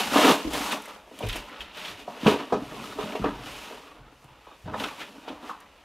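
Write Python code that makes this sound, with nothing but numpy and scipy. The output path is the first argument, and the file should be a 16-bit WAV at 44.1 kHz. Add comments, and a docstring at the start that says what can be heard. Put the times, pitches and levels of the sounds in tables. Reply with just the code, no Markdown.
"""In a small furnished room, a kneeling person peels tape off a cardboard box, sets the box down and
shuffles boxes on the carpet. Stick-slip friction of tape, skin and card drives the modes of the hollow
box and hisses off its surface. Impacts excite the same modes, and tape and card edges snap.
Knees and loads thud the floor at its low resonances; the room reverberates briefly over a faint tone."""
import sys
import numpy as np
from scipy import signal
from scipy.fft import rfft, irfft, next_fast_len
from scipy.io import wavfile
from scipy.ndimage import uniform_filter1d

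SR = 44100
rng = np.random.default_rng(int(sys.argv[2]) if len(sys.argv) > 2 else 0)


def wrap_up_sound(samples):
    """Save the sound to the file named by the first command line argument, as 16-bit audio."""
    columns = np.atleast_2d(samples).T
    # keep every value between -1 and 1, then stretch to whole-number steps
    tamed = np.clip(columns, -1, 1)
    steps = np.round(tamed * 32767).astype(np.int16)
    wavfile.write(sys.argv[1], SR, steps)


N = 257808

# Friction spectra of the surface and its crackle. Each row: frequency in Hz, spectral density in dB.
SCRAPE_SPECTRUM = [(880, -0.5), (1500, -2), (1570, -2), (2060, -2.5), (2370, -2), (2960, 2.5), (3120, -1),
                   (5500, -19), (7150, -37), (12100, -120)]
CRACKLE_SPECTRUM = [(2350, -29.5), (4000, -8), (6640, -6), (7230, -8), (9560, -10), (13500, -13),
                    (15600, -24)]


def friction():
    """Stick-slip friction: coarse slips drive the box and join fine ones in hiss and crackle."""
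    coarse = slips(1500, spread_db=1.5, clump_db=4.5)
    fine = slips(6000, spread_db=-1.0, clump_db=0.5)
    walls, flaps, liner = box_vibration(coarse)
    hiss = colour(fine * from_db(0.5 * drift(33)) + 0.44 * coarse, SCRAPE_SPECTRUM)
    scrape = rms_one(hiss) + 0.42 * rms_one(liner)
    crackle = colour(fine + 0.31 * coarse, CRACKLE_SPECTRUM)
    layers = zip(effort(), (walls, flaps, scrape, crackle))
    return high_pass(sum(gain * rms_one(x) for gain, x in layers), 161, order=6)


def slips(per_s, spread_db, clump_db):
    """A Poisson process of wandering rate: slips of uneven size come in clumps; rms 1."""
    sizes = from_db(spread_db * np.minimum(rng.exponential(1, N), 4)) * rng.choice([-1, 1], N)
    slipping = rng.random(N) < per_s * from_db(clump_db * drift(40)) / SR
    return rms_one(sizes * slipping)


# Modes of the box. Each row: frequency in Hz, level in dB, free decay time (t60) in seconds.
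BOX_MODES = [(219, -14, 0.042), (235.2, -4, 0.088), (284.5, -3, 0.066), (347.7, -0.5, 0.043),
             (451, 3, 0.022), (528, -1.5, 0.067), (621, -5.5, 0.07), (785, -1, 0.055), (934, -2, 0.07),
             (1037.4, -7, 0.12), (1101, -4.5, 0.072), (1266, 2, 0.029), (1507, -7, 0.065),
             (1654, -1.5, 0.018), (2240, -26, 0.093), (2453, -10, 0.063), (2700, -10.5, 0.018),
             (2925, -9, 0.027), (3426, -18, 0.093), (3674, -13.5, 0.085)]
FLAPS_FROM_HZ, LINER_FROM_HZ = 480, 1900
RUB_T60_SHARE, KNOCK_T60_SHARE = 0.36, 0.54   # holding the box damps it


def box_vibration(drive):
    """Forced vibration of walls, flaps and liner; a shifting grip changes each mode's share."""
    parts = np.zeros((3, N))
    for k, (hz, level_db, t60) in enumerate(BOX_MODES):
        part = int(hz > FLAPS_FROM_HZ) + int(hz > LINER_FROM_HZ)
        share = from_db(level_db + 2.2 * drift(10.8))
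        parts[part] += (-1) ** k * ring(drive * share, hz, RUB_T60_SHARE * t60)
    walls, flaps, liner = parts
    # a small box radiates no bass
    return high_pass(walls, 119, order=4), high_pass(flaps, 274, order=2), high_pass(liner, 1330, order=4)


# Light, unbroken rubbing. Each row: time in seconds, surface level in dB, then box over surface,
# crackle over surface and walls over flaps, all in dB.
RUBBING = [(0, -34, 0, -6, -8), (.2, -38.5, -5, -4, -0.5), (.45, -48, 0, -14, -0.5), (.68, -59, -8, -8, -5),
           (.9, -48, 1.5, -9, -3), (1.05, -63.5, 6, -7, -3.5), (1.2, -49.5, -2, -7, 7.5),
           (1.55, -48.5, 4.5, -18, -9.5), (1.71, -49.5, -10.5, -20, -14), (1.9, -58, -3, -20, -21),
           (2.0, -45.5, -11, -10, 6), (2.065, -55, 2, -10, 2), (2.1, -48.5, 1, -11, -2),
           (2.47, -52, 4.5, -11, 3.5), (2.8, -48, 1.5, -7, -1), (3.35, -47.5, 0, -13, 3),
           (3.65, -44, -6, -8, -7), (4.05, -62.5, 7, -12, -4), (4.22, -65.5, 2, -1.5, -1),
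           (4.33, -59.5, 6, -12.5, -15), (4.64, -61.5, -7, -4, -6), (4.68, -53.5, 10, -16, 4.5),
           (4.95, -49, 2, -8.5, -7), (5.15, -56, 0.5, -7.5, 3.5), (5.6, -58.5, 6.5, -12, -7),
           (5.8, -60.5, 0, -10, -9)]
# Firm strokes of tape, hand or card. Each row: start and length in seconds, then surface level,
# change over the stroke, box over surface and crackle over surface, all in dB.
STROKES = [(0, 0.056, -25.5, -14.5, -3, -9), (0.145, 0.17, -25.5, 4, -0.5, -8.5),
           (0.538, 0.16, -33.5, -3, 0.5, -4.5), (0.723, 0.011, -32, -0.5, 0.5, -8.5),
           (1.224, .15, -49.5, 12.5, -21, -9.5), (1.616, .015, -42.5, -4.5, -18, -12.5),
           (1.773, 0.14, -40.5, 1.5, -9.5, -12), (2.206, .01, -45, 5, -16, -15),
           (2.279, 0.035, -26.5, -1.5, 2.5, -13.5), (2.391, 0.016, -40.5, 1, -1, -21),
           (2.84, 0.1, -43.5, -7, 3, -9), (3.006, 0.18, -43, -4.5, 5, -10.5),
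           (3.265, 0.0081, -43.5, -3.5, 18.5, -31), (3.466, .12, -41.5, -4, -5.5, -10),
           (4.8, 0.085, -39.5, -4, 4, -8), (5.005, 0.021, -39, -2.5, -19, -14.5),
           (5.29, .04, -45, -8.5, 1, -20), (5.433, 0.065, -55.5, 8, 3.5, -9)]
RISE_DB_PER_S, FALL_DB_PER_S = 362, 244
SETTLE_DB, SETTLE_DB_PER_S = -9.5, 88   # a fainter rustle lingers after each stroke


def effort():
    """Incoherent sources add in power: rubbing and strokes give wall, flap, surface and crackle gains."""
    t = np.arange(N) / SR
    surface_db, box_db, crackle_db, walls_db = in_time(RUBBING)
    power = from_db(2 * (surface_db + np.array([box_db, np.zeros(N), crackle_db])))
    for start, length, level_db, change_db, box_db, crackle_db in STROKES:
        rise_db = -RISE_DB_PER_S * np.maximum(start - t, 0)
        held_db = level_db + change_db * np.clip((t - start) / length, 0, 1)
        after = np.maximum(t - start - length, 0)
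        fade_db = np.maximum(-FALL_DB_PER_S * after, SETTLE_DB - SETTLE_DB_PER_S * after)
        balance_db = np.array([[box_db], [0], [crackle_db]])
        power += from_db(2 * (rise_db + held_db + fade_db + balance_db))
    box, surface, crackle = np.sqrt(power)
    return box * from_db(walls_db), box, surface, crackle


# Knocks on card. Each row: start in seconds, level in dB, pitch of the struck spot in Hz,
# contact decay time in seconds, fall of the modes in dB per octave away from that pitch.
KNOCKS = [(.12, -24, 260, 0.018, 12), (.158, -7, 272, 0.025, 0), (.189, -12, 646, 0.018, 22),
          (.249, -9, 275, 0.017, -0.5), (.278, -10.5, 310, .0099, -5), (.299, -16, 750, 0.019, 22),
          (.329, -22, 610, 0.043, -1), (.448, -21.5, 323, 0.032, 16), (0.473, -27, 284, 0.011, 28),
          (.605, -27, 258, 0.014, 15), (.729, -23, 990, .02, 5), (0.876, -35, 784, 0.025, 8),
          (1.074, -43, 700, 0.011, 18), (1.112, -38, 480, 0.029, 6), (.96, -40.5, 600, .03, 4),
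          (1.206, -26, 720, 0.018, 19), (1.211, -35, 230, .015, 17), (1.235, -23.5, 106, .034, 3.5),
          (1.232, -23.5, 480, 0.032, 15), (1.356, -26, 350, 0.0095, 1), (1.993, -39, 252, .018, 0),
          (2.078, -24, 680, 0.028, 16), (2.083, -37, 224, .025, 21), (2.232, -22, 240, 0.0087, 14),
          (2.261, -6.5, 202, 0.02, 2.5), (2.278, -4.5, 408, 0.012, 15), (2.32, -13.5, 375, 0.034, 30),
          (2.408, -25, 266, 0.017, 2), (2.523, -11, 450, 0.026, 4.5), (2.53, -15.5, 250, 0.026, 3),
          (2.568, -24, 230, 0.01, 2), (2.62, -28, 246, 0.013, 8), (2.718, -32.5, 234, 0.04, 4),
          (2.959, -34, 262, .02, 8), (2.986, -22, 425, 0.03, 1.5), (3.035, -29, 198, 0.019, 6),
          (3.151, -22, 463, 0.018, 4), (3.196, -25, 198, 0.033, 25), (3.215, -26, 230, 0.013, 22),
          (3.241, -15, 465, 0.0091, 1), (3.257, -18, 263, 0.0047, 9), (3.285, -26, 268, 0.031, 2.5),
          (3.708, -33, 417, 0.077, 1.5), (4, -52, 130, 0.015, 13), (4.241, -45, 142, 0.026, 0.5),
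          (4.468, -38.5, 990, 0.04, -1), (4.514, -43.5, 931, 0.031, -6), (4.657, -30.5, 153, 0.057, 4.5),
          (4.737, -30, 1750, 0.0088, 37), (4.741, -22.5, 920, 0.014, 0.5), (4.76, -25, 945, 0.014, 18),
          (4.837, -28.5, 264, .025, 23), (4.839, -25, 1420, 0.017, 26), (4.988, -38.5, 990, .033, 4),
          (5.179, -38, 264, 0.021, 18), (5.278, -27.5, 507, 0.01, 2), (5.301, -28.5, 313, 0.039, 4),
          (5.428, -37, 297, 0.048, 3), (5.494, -27, 1240, 0.03, 35), (5.504, -38, 1210, 0.022, 31)]
KNOCK_EDGE_DB = -28.5


def knocks():
    """Impact excitation: a rough contact rings the struck spot and the box modes, with a bright edge."""
    out, t = np.zeros(N), np.arange(SR // 4) / SR
    bright = signal.butter(2, [1800, 6000], "band", fs=SR, output="sos")
    for start, level_db, hz, contact_s, fall_db in KNOCKS:
        rough = rng.standard_normal(len(t))
        force = rough * np.exp(-t / contact_s) * (1 - np.exp(-t / 0.0032))
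        force[:SR // 2000] += 1.5   # the first touch is one hard blow
        body = 1.03 * ring(force, hz, t60=12 / hz)   # the struck spot
        for k, (mode_hz, mode_db, t60) in enumerate(BOX_MODES):
            share = from_db(mode_db - fall_db * abs(np.log2(mode_hz / hz)))
            body += (-1) ** k * share * ring(force, mode_hz, KNOCK_T60_SHARE * t60)
        body = high_pass(body, 0.54 * min(hz, 600), order=6)
        edge = signal.sosfilt(bright, force + 0.08 * rough * np.exp(-t / 0.0071))
        add(out, start, from_db(level_db) * (crest(body) + from_db(KNOCK_EDGE_DB) * crest(edge)))
    return out


# Snaps of tape and card edges. Each row: start in seconds, level in dB, resonance in Hz,
# treble over resonance in dB.
SNAPS = [(0.534, -35, 2400, 6), (0.721, -26.5, 2420, 2.5), (0.819, -44, 2400, 5),
         (.8556, -36.5, 1940, -1.5), (0.8824, -45, 2440, 2.5), (1.15, -47, 3080, -10),
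         (1.1882, -34, 3170, -2), (1.225, -30, 2800, -17), (1.2327, -31.5, 2310, -12),
         (1.2674, -31, 2900, -4), (1.287, -26, 2600, -2), (1.2947, -22.5, 3140, -32),
         (1.3274, -26.5, 3050, -7), (1.358, -29, 2600, -1), (1.3638, -28.5, 2520, -4),
         (1.4935, -39, 2090, -12), (1.559, -39, 3170, -22), (1.606, -24, 3070, -23),
         (1.7464, -36, 3050, -21), (1.7705, -33.5, 2830, -10), (1.8488, -28, 3330, -21),
         (1.88, -31, 3500, -21), (2.2663, -13, 2800, -38), (2.525, -35, 2250, -24),
         (2.7452, -37, 2660, -13), (3.0894, -36, 2750, -14), (3.1201, -31, 2500, -25),
         (3.1538, -27.5, 2680, -29), (3.242, -30, 2620, -25), (3.257, -25.5, 1580, -31),
         (4.2417, -55, 3030, 5), (4.6628, -59, 2000, -8), (4.798, -22.5, 3020, -31),
         (4.8366, -21.5, 3000, -38), (4.884, -32.5, 2420, -23), (4.995, -36, 2800, -5),
         (5.0144, -30, 1900, -16), (5.2825, -33.5, 3420, -22), (5.4251, -42, 3400, -12),
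         (5.6024, -53, 2050, 6.5), (5.658, -47, 1940, -20)]
SNAP_T60_S, SNAP_RISE_S = 0.068, 0.00097


def snaps():
    """Transient excitation: a noise burst rings a patch of card, while a spit of treble dies faster."""
    out, t = np.zeros(N), np.arange(SR // 8) / SR
    airy = signal.butter(2, [5000, 12000], "band", fs=SR, output="sos")
    decay_db = -60 * t / SNAP_T60_S
    for start, level_db, hz, treble_db in SNAPS:
        rough = rng.standard_normal(len(t)) * (1 - np.exp(-t / SNAP_RISE_S))
        patch = high_pass(ring(rough * from_db(decay_db), hz, t60=12 / hz), 1300, order=2)
        spit = signal.sosfilt(airy, rough * from_db(decay_db / 0.44))
        snap = patch / np.abs(patch).max() + from_db(treble_db) * spit / np.abs(spit).max()
        add(out, start, from_db(level_db) * snap)
    return out


# Weight on the floor. Each row: start in seconds, level in dB, main resonance in Hz,
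# loading time in seconds, relative gain of the upper mode in dB.
THUDS = [(.072, -42, 108, 0.13, -4), (0.45, -32, 59.5, 0.15, 8), (1.243, -26, 48.5, .12, -.5),
         (1.594, -39.5, 52.6, 0.091, -17), (1.897, -46, 97, 0.12, -8), (2.247, -30.5, 79.5, 0.082, -11),
         (2.521, -36, 67.6, 0.41, 19.5), (2.985, -42, 60.5, 0.12, 10.5), (3.213, -28.5, 58.3, 0.28, 10),
         (3.5, -56, 69, 0.079, -11.5), (3.985, -43.5, 43.6, 0.17, 7), (4.249, -46.5, 60.6, 0.16, 11.5),
         (4.64, -35, 97, 0.23, -4), (5.276, -52, 78.5, 0.13, -6)]
FLOOR_T60_S, FLOOR_UPPER_HZ = 0.22, 131.6


def thuds():
    """Damped resonance: a soft push and the uneven loading after it ring the floor's low modes."""
    out, t = np.zeros(N), np.arange(SR) / SR
    soft = signal.butter(2, 150, fs=SR, output="sos")
    push = np.sin(np.pi * np.minimum(t / 0.0083, 1))
    for start, level_db, hz, loading_s, upper_db in THUDS:
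        loading = rng.standard_normal(SR) * np.exp(-(t / loading_s) ** 2)
        force = push + 3.6 * signal.sosfilt(soft, loading)
        boom = ring(force, hz, FLOOR_T60_S)
        boom += ring(force, 1.1 * hz, 0.26 * FLOOR_T60_S)
        boom += 0.5 * ring(force, 0.81 * hz, 0.6 * FLOOR_T60_S)
        boom += from_db(upper_db) * ring(force, FLOOR_UPPER_HZ, t60=0.085)
        add(out, start, from_db(level_db) * crest(high_pass(boom, 37, order=2)))
    return out


ROOM_T60_S, ROOM_DB, WALL_CUT_HZ = 0.25, -21, 4000


def reverberation(x, paths):
    """Repeated reflection: absorption leaves each echo weaker and duller on every round trip."""
    out, pole = np.zeros(N), np.exp(-2 * np.pi * WALL_CUT_HZ / SR)
    lags = (rng.uniform(0.006, 0.025, paths) * SR).astype(int)
    for k, lag in enumerate(lags):
        gain = from_db(-60 * lag / SR / ROOM_T60_S)
        loop, state = x.copy(), [0.]
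        for i in range(lag, N, lag):
            echo, state = signal.lfilter([gain * (1 - pole)], [1, -pole], loop[i - lag:i], zi=state)
            loop[i:i + lag] += echo[:N - i]
        out += (loop - x) * (-1) ** k
    return out


# Background of the room. Each row: frequency in Hz, relative spectral density in dB.
ROOM_TONE_SPECTRUM = [(15, -36), (25, 1), (59, 10), (116, -3), (183, -1.5), (948, -1.5), (1630, -9.5),
                      (2710, -4.5), (4290, -51), (12200, -41), (15600, -32)]
ROOM_TONE_DB = -60


def room_tone():
    """Ambient noise: a faint, mostly low rush whose level wanders slightly."""
    gain = from_db(ROOM_TONE_DB + 0.5 * drift(1))
    return gain * rms_one(colour(rng.standard_normal(N), ROOM_TONE_SPECTRUM))


# Difference between left and right. Each row: frequency in Hz, side over mid in dB before the flicker.
WIDTH_SPECTRUM = [(60, -26), (110, -36), (200, -31), (380, -27.5), (700, -31.5), (1290, -30), (2380, -27.5),
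                  (4400, -23), (8120, -20.5), (15000, -16)]
SIDE_HISS_DB = -72


def stereo_side(mid):
    """Left and right differ by a faint, flickering share, most in the treble, over a faint hiss."""
    flicker = colour(mid, WIDTH_SPECTRUM) * drift(170) * from_db(8.3 * drift(7.5))
    hiss = high_pass(rng.standard_normal(N), 4100, order=2)
    return high_pass(flicker, 190, order=1) + from_db(SIDE_HISS_DB) * hiss


def ring(x, hz, t60):
    """Damped oscillator: a unit impulse starts a decaying sine of height 1."""
    r, w = from_db(-60 / (t60 * SR)), 2 * np.pi * hz / SR
    return signal.lfilter([0, np.sin(w)], [1, -2 * r * np.cos(w), r * r], x + 1e-18)


def drift(rate_hz):
    """Low-passed noise: a random wander of rms 1."""
    step, warm_up = 40, 2000
    r = np.exp(-2 * np.pi * rate_hz * step / SR)
    noise = rng.standard_normal(N // step + warm_up + 2)
    slow = signal.lfilter([1], [1, -2 * r, r * r], noise)[warm_up:]
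    return np.interp(np.arange(N) / step, np.arange(len(slow)), rms_one(slow))


def colour(x, spectrum):
    """Spectral shaping by (Hz, dB) points joined on a log frequency axis."""
    size = next_fast_len(N)
    log_hz = np.log(np.arange(size // 2 + 1) * SR / size + 1)
    hz, db = np.transpose(spectrum)
    gain = from_db(np.interp(log_hz, np.log(hz), db))
    return irfft(rfft(x, size) * gain, size)[..., :N]


def high_pass(x, hz, order):
    """Butterworth high-pass."""
    return signal.sosfilt(signal.butter(order, hz, "high", fs=SR, output="sos"), x)


def in_time(rows):
    """Linear interpolation of timed rows to every sample."""
    times, *columns = np.transpose(rows)
    return [np.interp(np.arange(N) / SR, times, column) for column in columns]


def from_db(db):
    """Decibels to amplitude gain."""
    return 10 ** (np.asarray(db) / 20)


def rms_one(x):
    """Scale to rms 1."""
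    return x / np.sqrt(np.mean(x ** 2) + 1e-20)


def crest(x):
    """Scale so that the loudest 10 ms have rms 1/2."""
    return x / (2 * np.sqrt(uniform_filter1d(x ** 2, SR // 100).max()))


def add(out, start_s, x):
    """Mix x into out from start_s."""
    i = int(start_s * SR)
    out[i:i + len(x)] += x[:N - i]


def scene():
    """Superposition: boxes, their echoes, floor and room tone sum, then spread to left and right."""
    boxes = friction() + knocks() + snaps()
    tone = room_tone()
    mid = boxes + from_db(ROOM_DB) * reverberation(boxes, paths=8) + thuds() + tone
    side = stereo_side(mid)
    return np.array([mid + side, mid - side])


def record(dry):
    """Soft saturation rounds the peaks; a steep low-pass cuts the highest treble."""
    low_pass = signal.ellip(9, 0.5, 45, 15700, fs=SR, output="sos")
    return signal.sosfilt(low_pass, 0.8 * np.tanh(dry / 0.8))


dry = scene()
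out = record(dry)
wrap_up_sound(out)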